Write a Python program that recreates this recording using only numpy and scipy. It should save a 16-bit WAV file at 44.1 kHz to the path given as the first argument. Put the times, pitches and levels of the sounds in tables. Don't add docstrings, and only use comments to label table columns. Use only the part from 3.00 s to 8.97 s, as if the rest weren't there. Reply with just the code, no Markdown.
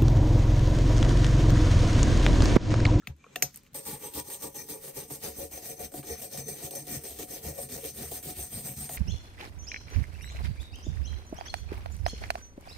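import sys
import numpy as np
from scipy import signal
from scipy.fft import rfft, irfft, next_fast_len
from scipy.io import wavfile
from scipy.ndimage import uniform_filter1d

SR = 44100
rng = np.random.default_rng(int(sys.argv[2]) if len(sys.argv) > 2 else 0)


def natural_amplitude(level_db):
    exponent = np.asarray(level_db, float) / 20
    return 10 ** exponent


def dump_mix(stems):
    frames = np.atleast_2d(stems).T
    limited = np.clip(frames, -1, 1)
    pcm = np.round(limited * 32767).astype(np.int16)
    wavfile.write(sys.argv[1], SR, pcm)


N = 263277
TIME = np.arange(N) / SR
SIZE = next_fast_len(N + SR // 2)
HZ = np.arange(SIZE // 2 + 1) * SR / SIZE

# turn t/s, speed/dB, louder late than early/dB, bench weight/dB, iron ring/dB
DRAWS = [(0.734, -43, -5, -6, -10), (0.987, -44, 1, -4, -8.5), (1.236, -42.5, 4, -7, -4),
         (1.52, -42.5, -4, -8, -4.5), (1.806, -43, 1.5, -6, -15.5), (2.073, -42.5, -1.5, -4, -9),
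         (2.336, -42.5, -1.5, -6, -12.5), (2.613, -42.5, 0, -4, -7), (2.894, -44.5, 5, -5.5, -11.5),
         (3.168, -42.5, -4, -6.5, -5.5), (3.445, -43.5, -5.5, -6.5, -2.5), (3.694, -43, -0.5, -1.5, -2),
         (4.005, -44, -1, -4, -8.5), (4.264, -43, -1.5, -2.5, -7.5), (4.535, -42.5, -0.5, -1, -7),
         (4.801, -42, -5.5, -9, -6.5), (5.072, -40, -1, -7, -12), (5.341, -42, -4, -10, -6.5),
         (5.624, -42, -3, -16.5, -7.5), (5.884, -42, -3.5, -14, -14)]
SHOVES = [(0.826, -40.5, -3, -3, -14), (1.107, -39, 1, -3, -13), (1.384, -44, -8.5, -1, -6.5),
          (1.658, -44, -10.5, -2, -2.5), (1.925, -43.5, -7.5, 1, -6), (2.195, -41.5, -3, -2, -11),
          (2.489, -44.5, 0.5, 0, -4), (2.756, -42, 1, -4, -1.5), (3.031, -44.5, 2.5, 1, 0.5),
          (3.293, -43, -2.5, -0.5, 1.5), (3.577, -43, 7.5, -3, -4.5), (3.836, -41, 4.5, -6.5, -4),
          (4.154, -43, 2, -3, -8), (4.41, -41.5, 0, -1, -6.5), (4.671, -42, 6.5, -7, -7.5),
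          (4.933, -42.5, 2, -3.5, -5), (5.215, -41.5, 5.5, -6.5, -10), (5.489, -41.5, 3, -9.5, -14),
          (5.754, -42, -1.5, -17.5, -11)]
# thin ring/dB, heave/dB, deep heave/dB
MEETS = [(8, 2.5, -13), (4, 2.5, -9), (3, 3.5, -5), (-4, 1, -5), (7, 1, -10), (5, 1, -4), (-15, 3, -12),
         (6, -2.5, -6), (-6, 1.5, -13), (7.5, -1, -2), (2, 3.5, -7), (4, 4.5, 0), (-9, -4, 11.5),
         (3, -1.5, -6), (-14, 6, -1), (-10, -3.5, -2.5), (-1, 7.5, -4), (10, 2.5, 6), (-3, 3, -7),
         (5, 2.5, -16), (9, 7, 0), (-8, -6.5, -4.5), (7, 7, -6), (-2, 0, -7), (9, -1, 0), (-11, -3, -1),
         (-17, -1, -9), (-21, -2, 6), (6.5, 1, 2.5), (7.5, 3.5, -3), (4, -5.5, -1.5), (7.5, 2.5, 1),
         (3, -9, 1.5), (1, 1, -6), (5, -3.5, 7.5), (13.5, 3.5, -13), (-14, 4.5, 0), (10.5, 0, -4),
         (6.5, -2, 1)]
# low pair/dB, middle/dB, top/dB
GRIPS = [(-1, -0.5, -0.5), (-1, 3.5, -6), (1, 0.5, -3), (1.5, -1.5, -5), (1, -2.5, 1.5), (-1, -1, -2.5),
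         (2.5, 1, -0.5), (2, 2.5, -1), (-1, 4.5, 1.5), (-3, -2.5, -2.5), (-1, 1, -0.5), (-2.5, -0.5, -5),
         (3, 2.5, 5.5), (-1, -3, -0.5), (-0.5, -3, 1), (1, 0, 5.5), (0.5, -7.5, 1), (2.5, 3, -1.5),
         (-4, -0.5, 0.5), (-1.5, -0.5, 3), (1.5, 6.5, 3), (5.5, 0, -3), (-2.5, -9, 1.5), (6, -1, -0.5),
         (0.5, -1.5, -5), (0.5, 0.5, -1), (-1, -3.5, -5.5), (-4, -7, -2.5), (-4, -5, 5), (3, 6.5, -5.5),
         (1, 4.5, 9.5), (3, -1.5, -3.0), (-1.5, 0.5, -1.5), (3.5, -3, -0.5), (3.5, -1.5, 0.5), (-3, 4, -1),
         (3, 3, 4), (0, -3, -3), (-1, 3, 5)]
# t/s, level at the turn/dB
HURRY = [
    (.8, -54.5),
    (2.1, -57.5),
    (4.4, -53),
    (5.9, -48.5),
]
STOPS = [0, 0, 0, -2, -3, 0, -2, 0, 0, -3, 0, -2, 3, -2, 2, 0, -6, 0, 0, -2, -2, 5, 0.5, -0.5, -0.5, 1, -3,
         -1.5, 0, -0.5, 1.5, -3, 2, -3.5, -4, -3.5, 0.5, 0.5, 1.5]


def strokes():
    up_to_speed, brakes = 0.31, 0.7
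    landing_s, last_stroke_s = 0.01, 0.19
    thin_db, heave_db, deep_db = np.transpose(MEETS)
    rows = np.array(sorted([(*row, False) for row in DRAWS] + [(*row, True) for row in SHOVES]))
    turn, db, lean_db, bench_db, low_db, away = rows.T
    length = np.diff(turn, append=turn[-1] + last_stroke_s)
    rise = up_to_speed * length
    turn_db = np.interp(turn, *np.transpose(HURRY)) + STOPS
    rise[0], turn_db[0] = landing_s, -82
    s = np.column_stack([turn, turn + rise, turn + brakes * length]).ravel()
    levels = np.column_stack([turn_db, db - lean_db / 2, db + lean_db / 2]).ravel()
    speed_db = np.interp(TIME, s, levels, left=-120)
    scratch_db = np.where(away, -7, -9.5)
    high_db = np.where(away, -6, -5)
    thud_db = np.where(away, -8.5, -15.5) + heave_db + 1.52 * turn
    shaken = np.column_stack([turn + length / 2, scratch_db, low_db, high_db, bench_db,
                              thud_db, thin_db, deep_db - heave_db, GRIPS])
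    return speed_db, curves(shaken)


# t/s, peak/dB, fade/s, bench share/dB, scrape share/dB
CATCHES = [(0.7444, -40, 0.014, 5, 5), (0.852, -34.5, 0.013, -11, 5), (1.1366, -40, 0.0086, -16, -2),
           (1.3, -32.5, 0.0089, -1, 9), (1.421, -33, 0.0087, -15, 0), (1.544, -47, 0.0088, 9, 2),
           (1.6859, -33, 0.0086, -3.5, 11), (2.1, -41, 0.012, 8.5, 1.5), (2.511, -37, 0.0056, -1, -6),
           (2.7914, -39, 0.018, -6, -6), (2.918, -39, 0.003, 3, 17.5), (2.9386, -31, 0.0071, 3, 8),
           (3.028, -45.5, 0.012, 5, 26), (3.217, -27.5, 0.025, -7, 0), (3.372, -31, 0.038, -34, -18),
           (3.4808, -25, 0.0063, -11, -15), (3.7087, -20, 0.003, -16, -14), (3.7506, -24, 0.0083, -14, -10),
           (3.868, -32.5, 0.0088, -4.5, -5), (4.036, -32, 0.0086, -2, -8), (4.1874, -32.5, 0.0082, 3, 5),
           (4.577, -45.5, 0.016, 11.5, -3), (4.689, -35, 0.0095, -12, -2), (4.776, -35, 0.0079, 6.5, -6),
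           (4.841, -26, 0.0028, 9, -5), (5.113, -37.5, 0.0076, 11.5, -2), (5.227, -33, 0.051, -27, -4),
           (5.764, -41, 0.0074, -14, -1), (5.891, -31.5, 0.0046, 8.5, 21.5)]


def catch_tufts(wires, drag, speed):
    hold, hold_s, before = 0.8, 0.014, 1500
    held = 1 - hold * np.exp(-TIME[before:0:-1] / hold_s)
    flakes = np.zeros(N)
    for at, db, fade, bench_share_db, scrape_share_db in CATCHES:
        i = int(at * SR)
        wires[:, i - before:i] *= held
        drag[:, i - before:i] *= np.sqrt(held)
        speed[i - before:i] *= held
        add(wires, at, db - 12, fade, .0003)
        add(drag, at, db + bench_share_db, fade, .0005)
        add(flakes, at, db + scrape_share_db - 31, fade, .0003)
    return flakes


# t/s, rim/dB, far end/dB, high ring/dB
PLACE = [
    (0.74, -64, -54, 1.5),
    (1.2, -59, -50, 2.5),
    (1.88, -59.5, -56, -4),
    (2.7, -48.5, -62.5, -1),
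    (3.5, -49.5, -60, 4),
    (5.0, -50.5, -64.5, -3.5),
    (5.79, -44, -51.5, 5),
    (5.97, -41.5, -50, -8),
]
# f/Hz, level/dB per Hz
HISS = [(5000, -29.5), (7000, -0.5), (8000, 4), (9000, 9), (12000, 10), (14000, 3.5), (15000, 12.5),
        (15700, -1)]
# f/Hz, level/dB per Hz
SCRATCH = [(500, -4.5), (1000, -10.5), (2000, -1), (3000, -1), (5000, 3.5), (7000, 2), (8000, -18),
           (10000, -12)]
# f/Hz, t60/s, level/dB, left minus right/dB, right leads/rad
THIN = [(8651, .055, 0, 0, 0), (8700, .03, -5, 0, 0)]


def brush(low, high, bench, rim, far_end, thud):
    speed_db, shaken = strokes()
    scratch_db, low_db, high_db, bench_db, thud_db, thin_db, deep_db, *grips = shaken
    speed = natural_amplitude(uniform_filter1d(speed_db, size=200) + 0.6 * flutter(68))
    rim_db, far_db, near_db = curves(PLACE)
    wires = speed * ticks(16000, 1.8, 0.45)
    drag = speed * natural_amplitude(1.5 * flutter(27)) * ticks(4000, 1.85, 0.8)
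    flakes = catch_tufts(wires, drag, speed)

    hiss = natural_amplitude(1.5) * through(wires, colour(HISS))
    late = np.interp(np.arange(N) + 1.5 * flutter(12.6) + 1, np.arange(N), wires[1])
    late = natural_amplitude(-2.5) * (.7 * late + .7 * np.roll(late, 97))
    scraping = np.array([wires[0], late]) * natural_amplitude(scratch_db + 2.5 + 1.5 * flutter(30))
    patches = zones(colour(SCRATCH), [1200, 2200, 3300, 4500, 5800, 7200])
    scratch = patchy(scraping, patches, 2.5, 22)

    inner = speed * natural_amplitude(2.2 * flutter(30)) * ticks(16000, 1.9, .85)
    coarse_flakes = through(inner * natural_amplitude(scratch_db - 14 + 3 * flutter(45)), colour(GRIND))
    bend = modes([(hz, *row) for hz, row in zip(IRON_HZ, IRON_LOW[:2])])
    iron = patchy(inner * natural_amplitude(low_db - 0.8 + 1.1 * flutter(26)), low, 1.74, 12)
    iron += through(inner * natural_amplitude(scratch_db - 21), bend)
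    iron += through(wires * natural_amplitude(high_db + near_db - 2.0 + 1.36 * flutter(38)), high)
    iron += through(wires[::-1] * natural_amplitude(high_db + thin_db - 7 + 1.4 * flutter(30)), modes(THIN))

    push = drag * natural_amplitude(bench_db + 0.037 * np.maximum(speed_db + 44.5, -20))
    shaking = patchy(push * natural_amplitude(-.5), bench, 2.2, 22.6, grips[:1] + grips)
    shaking += through(push * natural_amplitude(rim_db + 43.0), rim)
    shaking += through(push * natural_amplitude(far_db + 45.0), far_end)
    heave, deep = (speed * natural_amplitude(thud_db + db + 2.9 * flutter(103)) * rng.standard_normal(N)
                   for db in (-2.5, deep_db - 4.5))
    shaking += through(heave, modes(THUD[1:])) + through(deep, modes(THUD[:1]))

    sprung = speed * natural_amplitude(scratch_db - 17) * ticks(250, 2.5, .8)
    twang = through(sprung, colour(CRACK) + colour(SCRATCH))
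    torn = through(flakes, colour(GRIND) + natural_amplitude(-26) * bend)
    return hiss + scratch + coarse_flakes + iron + shaking + twang + torn


# t/s, level/dB, dust/dB, groove ring/dB
CREEP = [(0.0, -76, -75, -39), (.06, -71, -78, -20), (.1, -61, -78, -11), (.14, -79, -85, -24),
         (.21, -71, -81, 2), (.29, -66.5, -77, -4), (.35, -65, -67, -3), (.39, -65, -64, -10),
         (.44, -58.5, -75, -16), (.52, -77, -71, -17.5), (.565, -66.5, -72, -18), (.6, -70.5, -87, -23.5),
         (.665, -73, -74, -4), (.69, -73.5, -80, -17), (.74, -71.5, -78.5, -26)]
# f/Hz, level/dB per Hz
GRIND = [(500, -37), (1200, -2.5), (2400, -7.5), (4000, -9), (6000, -38), (12000, -25.5)]
# t/s, peak/dB, f/Hz, t60/s
SHIFTS = [
    (.021, -51, 1710, 0.017),
    (0.023, -55, 1320, .02),
    (.033, -55, 1370, 0.07),
    (.05, -54, 2400, .01),
    (.242, -47.5, 1100, 0.053),
    (0.241, -43, 2370, 0.015),
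    (0.244, -48, 1380, 0.022),
    (.265, -45, 1270, .025),
    (.265, -47.5, 480, 0.037),
]
# t/s, peak/dB, f/Hz, t60/s
POPS = [
    (.0722, -33, 1900, .008),
    (.3592, -15, 2300, .005),
    (.3594, -19, 1850, .012),
    (.3608, -25, 2700, .012),
    (.4217, -35, 1900, .008),
    (.4241, -6, 2300, .005),
    (.4244, -20, 1850, .012),
]
# t/s, peak/dB, f/Hz, t60/s
FLAKES = [
    (.0722, -36, 4000, .006),
    (.3592, -24, 3500, .008),
    (.3594, -29, 4500, .006),
    (.3593, -32, 7000, .006),
    (.4238, -19, 3600, .006),
    (.4239, -14, 4600, .005),
    (.4238, -11, 5400, .005),
    (.4237, -9, 6700, .004),
]
# t/s, low whistle/dB, high whistle/dB
WHISTLE = [
    (.16, -90, -95),
    (.2, -78, -93),
    (.26, -75, -90),
    (.33, -75, -72),
    (.357, -74, -74),
    (.37, -100, -100),
]


def creeping_pick(low, bench, far_end, thud):
    scrape_db, dust_db, groove_db = curves(CREEP + [(.75, -110, -110, -20)])
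    harder_db = 2.1 * (scrape_db + 65)
    grit = ticks(9000, 1.9, .5)
    fizz = ticks(12000, 1.6, .4)
    out = through(grit * natural_amplitude(scrape_db), colour(GRIND) + natural_amplitude(-16) * low) + shank(SHIFTS + POPS)
    pan_db, lead = 5, -1.7
    out += shank(FLAKES) * np.array([[natural_amplitude(pan_db / 2)], [natural_amplitude(-pan_db / 2) * np.exp(1j * lead)]])
    out += through(grit * natural_amplitude(scrape_db + groove_db), modes([(2370, .05, 0, 2.2, 0.0047)]))
    for db, hz in zip(curves(WHISTLE), (6400, 7300)):
        out += through(fizz * natural_amplitude(db), modes([(hz, .003, 0, 1, 0)]))
    out += through(grit * natural_amplitude(harder_db - 62), bench + natural_amplitude(-7.5) * far_end)
    out += through(grit[0] * natural_amplitude(harder_db - 59), thud)
    return out, fizz, natural_amplitude(dust_db)


# t/s, peak/dB, brightness/dB, bench/dB, crack/s
SNAPS = [(0.0716, -22, -20.5, -15, 0.0026), (0.164, -62, -1, -26, .003), (0.183, -63, -5, -26, 0.0022),
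         (0.2403, -46, -26, 0, 0.0016), (0.3579, -18.5, -15, -1.5, 0.0031), (0.4207, -41, -8, -26, 0.0028),
         (0.4232, -9.5, -7, -7, 0.0017), (0.543, -29.5, -7.5, -29, 0.00049), (0.559, -46.5, 8, -18, 0.003),
         (0.572, -43.5, 4.5, -24, 0.0026), (0.6336, -54, -1, -26, 0.0024), (0.65, -52, -13, -26, 0.0026),
         (.664, -50.5, -14, -26, 0.0049), (.674, -53, -14, -28, 0.0027), (0.7325, -47.5, -1, -1, 0.0012)]
# f/Hz, level/dB per Hz
CRACK = [(500, -24), (1650, 3), (1950, 3.5), (2700, 7), (3500, -2), (5000, -3), (6500, -19.5), (12000, -15)]
# f/Hz, level/dB per Hz
SIZZLE = [(2500, -2), (5000, 4), (7000, 5.5), (9000, -8), (12000, -5), (15000, -9.5)]
# f/Hz, level/dB, t60/s
STRUCK = [(2570, -14, .03), (4300, -12, .04), (5185, -10, .1), (5495, -11, .06), (6195, -1, .11),
          (6375, -4, .04), (6490, -7, .04), (6800, -7, .02), (8235, -12, .07), (8695, -10, .08),
          (10780, -12, .08), (11965, -6, .1), (12500, -11, .09), (15450, -11, .09)]


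def pick(low, high, bench, rim, far_end, thud):
    out, fizz, dust = creeping_pick(low, bench, far_end, thud)
    dull, bright, ring, knock = np.zeros((4, N))
    for at, db, bright_db, knock_db, crack in SNAPS:
        i = int((at + .001) * SR)
        dimmed_db = min(bright_db, 0)
        knock[i] += natural_amplitude(db + knock_db + 6.5)
        add(dull, at, db - 7, crack, .0004)
        add(bright, at, db + bright_db + 3.5, crack, .0004)
        ring[i] += natural_amplitude(25 + 1.54 * db + 0.74 * dimmed_db)
        trickle_db = db + dimmed_db - 21.5 - 299 * np.abs(TIME - at)
        dust = dust + (TIME > at) * natural_amplitude(trickle_db)
    pan_db, lead_s = .5, -.00004
    ports = np.array([natural_amplitude(pan_db / 2) + 0 * HZ, natural_amplitude(-pan_db / 2) * np.exp(2j * np.pi * HZ * lead_s)])
    struck = modes([(hz, t60, db, 1.5, k) for k, (hz, db, t60) in enumerate(STRUCK)])
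    out += through(fizz * dust, colour(SIZZLE))
    out += through(dull, colour(CRACK) * ports) + through(bright, colour(HISS))
    return out + through(ring, struck) + through(knock, rim + natural_amplitude(-3.0) * bench)


def shank(rows):
    out, age = np.zeros(N), TIME[:8000]
    for at, db, hz, t60 in rows:
        i = int(at * SR)
        envelope = natural_amplitude(db - 60 * age / t60) * (1 - np.exp(-age / 0.00045))
        out[i:i + 8000] += envelope * np.sin(2 * np.pi * hz * age)
    return rfft(out, SIZE)


# t/s, peak/dB, push/s
ROCKS = [(0.024, -40, 0.0049), (0.074, -30.5, 0.001), (0.089, -20, 0.0031), (0.439, -27.5, 0.0048),
         (0.723, -41.5, 0.0015), (0.926, -29.5, 0.0011), (1.049, -39, 0.0048), (2.105, -34.5, 0.0024),
         (2.39, -36, 0.0049), (2.949, -35, 0.0063), (3.38, -27.5, 0.0014), (3.635, -31.5, 0.0012),
         (3.961, -25, 0.0016), (4.203, -27, 0.0049), (4.453, -32.5, 0.003), (5.101, -35, 0.0028),
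         (4.723, -48, 0.006), (4.987, -35, 0.0032), (5.549, -24, 0.0034), (5.76, -27, 0.0027)]


def rocking(thud):
    line, age = np.zeros(N), TIME[:2000] - TIME[1000]
    for at, db, push in ROCKS:
        i = int(at * SR) - 1000
        line[i:i + 2000] += natural_amplitude(db - 19.0) * np.exp(-((age - push) / max(push, 1e-3)) ** 2)
    return through(line, thud)


IRON_HZ = [1873, 2390, 3623, 4323, 5215, 5590, 6148, 6220, 8253, 8345, 8651, 11960, 12500, 15430]
# t60/s, level/dB, left minus right/dB, right leads/rad
IRON_LOW = [(.04, -12, 4, 2.), (.045, -17, 6, -.2), (.05, -18, 4, -1.6), (.04, -17, 3, -.3),
            (.045, -14, 2, -2.), (.045, -15, 5, -1.), (.065, 0, 4, .1), (.02, -7, 4, 0.)]
# t60/s, level/dB
IRON_HIGH = [(.11, 0), (.07, 0), (.09, -9), (.05, -11), (.06, -8), (.03, -13)]
# f/Hz, t60/s, level/dB, left minus right/dB, right leads/rad
BENCH = [(299, 0.084, 5, -0.5, 0.1), (388, 0.09, 3.5, 2.5, 0.57), (452.2, 0.1, 9, -2, 0.45),
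         (549.8, 0.12, 8, 4, -1.55)]
RIM = [(657, 0.075, 2.1, 4.4, 0.31), (729.2, 0.13, 7.7, 8.5, 0.59)]
FAR_END = [(846, 0.065, 11.5, 0.25, 0.25), (964, 0.17, 6, 0.73, 1), (1127, 0.028, 5.5, 0.48, 0.82),
           (1220, 0.029, -2, 0.7, 1)]
THUD = [(74.5, 0.19, -6.5, 0.0033, 0.086), (115, 0.025, -0.5, 0.0094, 0.26),
        (141.2, 0.13, 4, 0.008, -0.017), (229.5, 0.056, -1.5, 0.0028, -0.41)]


def bodies():
    low = [(hz, *row) for hz, row in zip(IRON_HZ, IRON_LOW)]
    high = [(hz, *row, 0, 0) for hz, row in zip(IRON_HZ[len(low):], IRON_HIGH)]
    return modes(low, True), modes(high), modes(BENCH, True), modes(RIM), modes(FAR_END), modes(THUD)


def workshop_echo():
    tail = rng.standard_normal((2, SR // 2)) * natural_amplitude(-60 * TIME[:SR // 2] / .17)
    return natural_amplitude(-17) * unit_gain(rfft(tail, SIZE)) * HZ / np.hypot(HZ, 500)


# f/Hz, level/dB per Hz
AIR = [(18, -34), (30, 9), (245, 7), (988, -22), (1070, -37), (1190, -39), (16000, -63)]


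def room_air():
    return natural_amplitude(-64) * through(ticks(SR, 0, 0.92), colour(AIR))


def ticks(rate, spread_db, alike):
    size = natural_amplitude(spread_db * rng.exponential(size=(2, N))) * rng.standard_normal((2, N))
    first, second = size * (rng.random((2, N)) < rate / SR)
    alike = np.clip(alike, 0, 1)
    return unit(np.array([first, alike * first + np.sqrt(1 - alike ** 2) * second]))


def flutter(rate):
    k = int(SR / rate)
    return unit(uniform_filter1d(uniform_filter1d(rng.standard_normal(N), k), k))


def add(line, at, db, fade, rise):
    i = int(at * SR)
    age = TIME[:min(3000, N - i)]
    shape = (1 - np.exp(-age / rise)) * np.exp(-age / max(fade, 1e-4))
    line[..., i:i + 3000] += natural_amplitude(db) * shape * rng.standard_normal(3000)[:len(age)]


def modes(table, apart=False):
    gain = np.zeros((len(table), 2, len(HZ)), complex)
    for k, (hz, t60, db, pan_db, lead) in enumerate(table):
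        decay = np.log(1000) / t60
        ring = (-1) ** k * natural_amplitude(db) * np.sqrt(decay) / (decay + 2j * np.pi * (HZ - hz))
        ring *= 2 * HZ * hz / (HZ ** 2 + hz ** 2)
        gain[k] = ring * np.array([[natural_amplitude(pan_db / 2)], [natural_amplitude(-pan_db / 2) * np.exp(1j * lead)]])
    whole = gain.sum(axis=0)
    return gain / np.sqrt(np.mean(np.abs(whole) ** 2)) if apart else unit_gain(whole)


def patchy(x, gains, depth_db, rate, lean_db=None):
    lean_db = [0] * len(gains) if lean_db is None else lean_db
    return sum(through(x * natural_amplitude(db + depth_db * flutter(rate)), gain) for gain, db in zip(gains, lean_db))


def zones(gain, centres_hz):
    return [gain * np.interp(HZ, centres_hz, one) for one in np.eye(len(centres_hz))]


def colour(points):
    hz, db = np.transpose(points)
    cepstrum = irfft(np.log(natural_amplitude(np.interp(np.log(HZ + 1), np.log(hz), db))), SIZE)
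    cepstrum[1:SIZE // 2] *= 2
    cepstrum[SIZE // 2 + 1:] = 0
    return unit_gain(np.exp(rfft(cepstrum)))


def unit(x):
    return x / np.sqrt(np.mean(x ** 2))


def unit_gain(gain):
    return gain / np.sqrt(np.mean(np.abs(gain) ** 2))


def curves(table):
    s, *columns = np.transpose(table)
    return [np.interp(TIME, s, c) for c in columns]


def through(x, gain):
    return rfft(x, SIZE) * gain


def sound(spectrum):
    return irfft(spectrum, SIZE)[..., :N]


def scene():
    low, high, bench, *rest = parts = bodies()
    near = brush(*parts)
    near += pick(low.sum(axis=0), high, bench.sum(axis=0), *rest)
    near += rocking(parts[-1])
    return sound(near * (1 + workshop_echo()) + room_air())


def two_ports(dry):
    one_port_hz, in_phase_hz, turn_hz = 7800, 8420, 3560
    share = 1 / (1 + np.exp((one_port_hz - HZ) / 250))
    turning = np.exp(2j * np.pi * (HZ - in_phase_hz) / turn_hz)
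    shifted = through(dry[0], np.sqrt(share) * turning)
    right = sound(through(dry[1], natural_amplitude(-0.65) * np.sqrt(1 - share)) + shifted)
    return np.array([dry[0], right])


def drop_masked(left, right):
    below_db, quiet_db, fill, blow_db, top_hz = -12, -127, .25, -65, 15750
    hz, _, both = signal.stft(np.array([left + right, left - right]) / 2, SR, "cosine", nperseg=2048)
    hz, both = hz[:-1, None], both[:, :1024]
    power = np.abs(both) ** 2
    narrow, wide = (np.repeat(power.reshape(2, 1024 // k, k, -1).mean(axis=2), k, axis=1) for k in (8, 16))
    band = np.where(hz < 8200, narrow, wide)
    mask = np.exp(uniform_filter1d(np.log(band.sum(axis=0) + 1e-30), size=120, axis=0))
    bump_db = 6 * np.exp(-((hz - 3400) / 1600) ** 2) + 4.5 * np.exp(-((hz - 7300) / 1500) ** 2)
    mask *= natural_amplitude(below_db + bump_db) ** 2
    mask += natural_amplitude(quiet_db + 5 * (hz / 7000) ** 2) ** 2
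    blow = power[0].mean(axis=0) > natural_amplitude(blow_db) ** 2
    treble = power[0, 400:700].mean(axis=0)
    steady = (treble < 16 * np.roll(treble, 2)) & ~blow
    share = fill * (hz > 8800) * steady
    noise = np.sqrt(band) * np.exp(2j * np.pi * rng.random(band.shape))
    both = np.sqrt(1 - share) * both + np.sqrt(share) * noise
    heard = (band > mask * np.where(steady, 1, .1)) | (hz < 1800)
    both *= heard & (hz < top_hz) | blow
    both = np.pad(both, ((0, 0), (0, 1), (0, 0)))
    mid, side = signal.istft(both, SR, "cosine", nperseg=2048)[1][:, :len(left)]
    return np.array([mid + side, mid - side])


# f/Hz, level over step/dB
STEPS = [(700, 22), (1400, 12), (2100, 5), (3000, 0), (5500, 1.5), (7500, 1), (8800, 10)]


def coarse(x):
    frame, width = 1024, 16
    bell = np.cumsum(np.kaiser(frame + 1, 4 * np.pi))
    half = np.sqrt(bell[:-1] / bell[-1])
    phase = np.outer(np.arange(2 * frame) + (1 + frame) / 2, np.arange(frame) + .5)
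    waves = np.r_[half, half[::-1]][:, None] * np.cos(np.pi / frame * phase)
    both = np.pad([x[0] + x[1], x[0] - x[1]], ((0, 0), (frame, 2 * frame - x.shape[1] % frame)))
    both = both.reshape(2, -1, frame)
    lines = np.concatenate([both[:, :-1], both[:, 1:]], axis=2) @ waves
    power = (lines ** 2).mean(axis=0).reshape(-1, frame // width, width).mean(axis=2) + 1e-20
    centre_hz = (np.arange(frame // width) + .5) * width * SR / 2 / frame
    over_db = np.interp(centre_hz, *np.transpose(STEPS))
    step = np.sqrt(uniform_filter1d(power, size=3)) * natural_amplitude(2 * rng.standard_normal(power.shape) - over_db)
    treble = power[:, 4:].sum(axis=1)
    sudden = treble > 8 * np.roll(treble, 2)
    step = np.repeat(step * np.where(sudden, .01, 1)[:, None], width, axis=1)
    rungs = np.floor(np.abs(lines / step) ** .75 + .4054) ** (4 / 3)
    frames = (np.sign(lines) * step * rungs) @ waves.T / frame
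    joined = frames[:, 1:, :frame] + frames[:, :-1, frame:]
    mid, side = joined.reshape(2, -1)[:, :x.shape[1]]
    return np.array([mid + side, mid - side])


def low_pass(x):
    return signal.sosfilt(signal.butter(12, 17130, fs=SR, output="sos"), x)


def record(dry):
    lag = 680
    heard = np.pad(two_ports(dry), ((0, 0), (lag, 0)))
    mix = coarse(drop_masked(*heard))[:, lag:]
    return low_pass(mix)


dry = scene()
out = record(dry)
dump_mix(out)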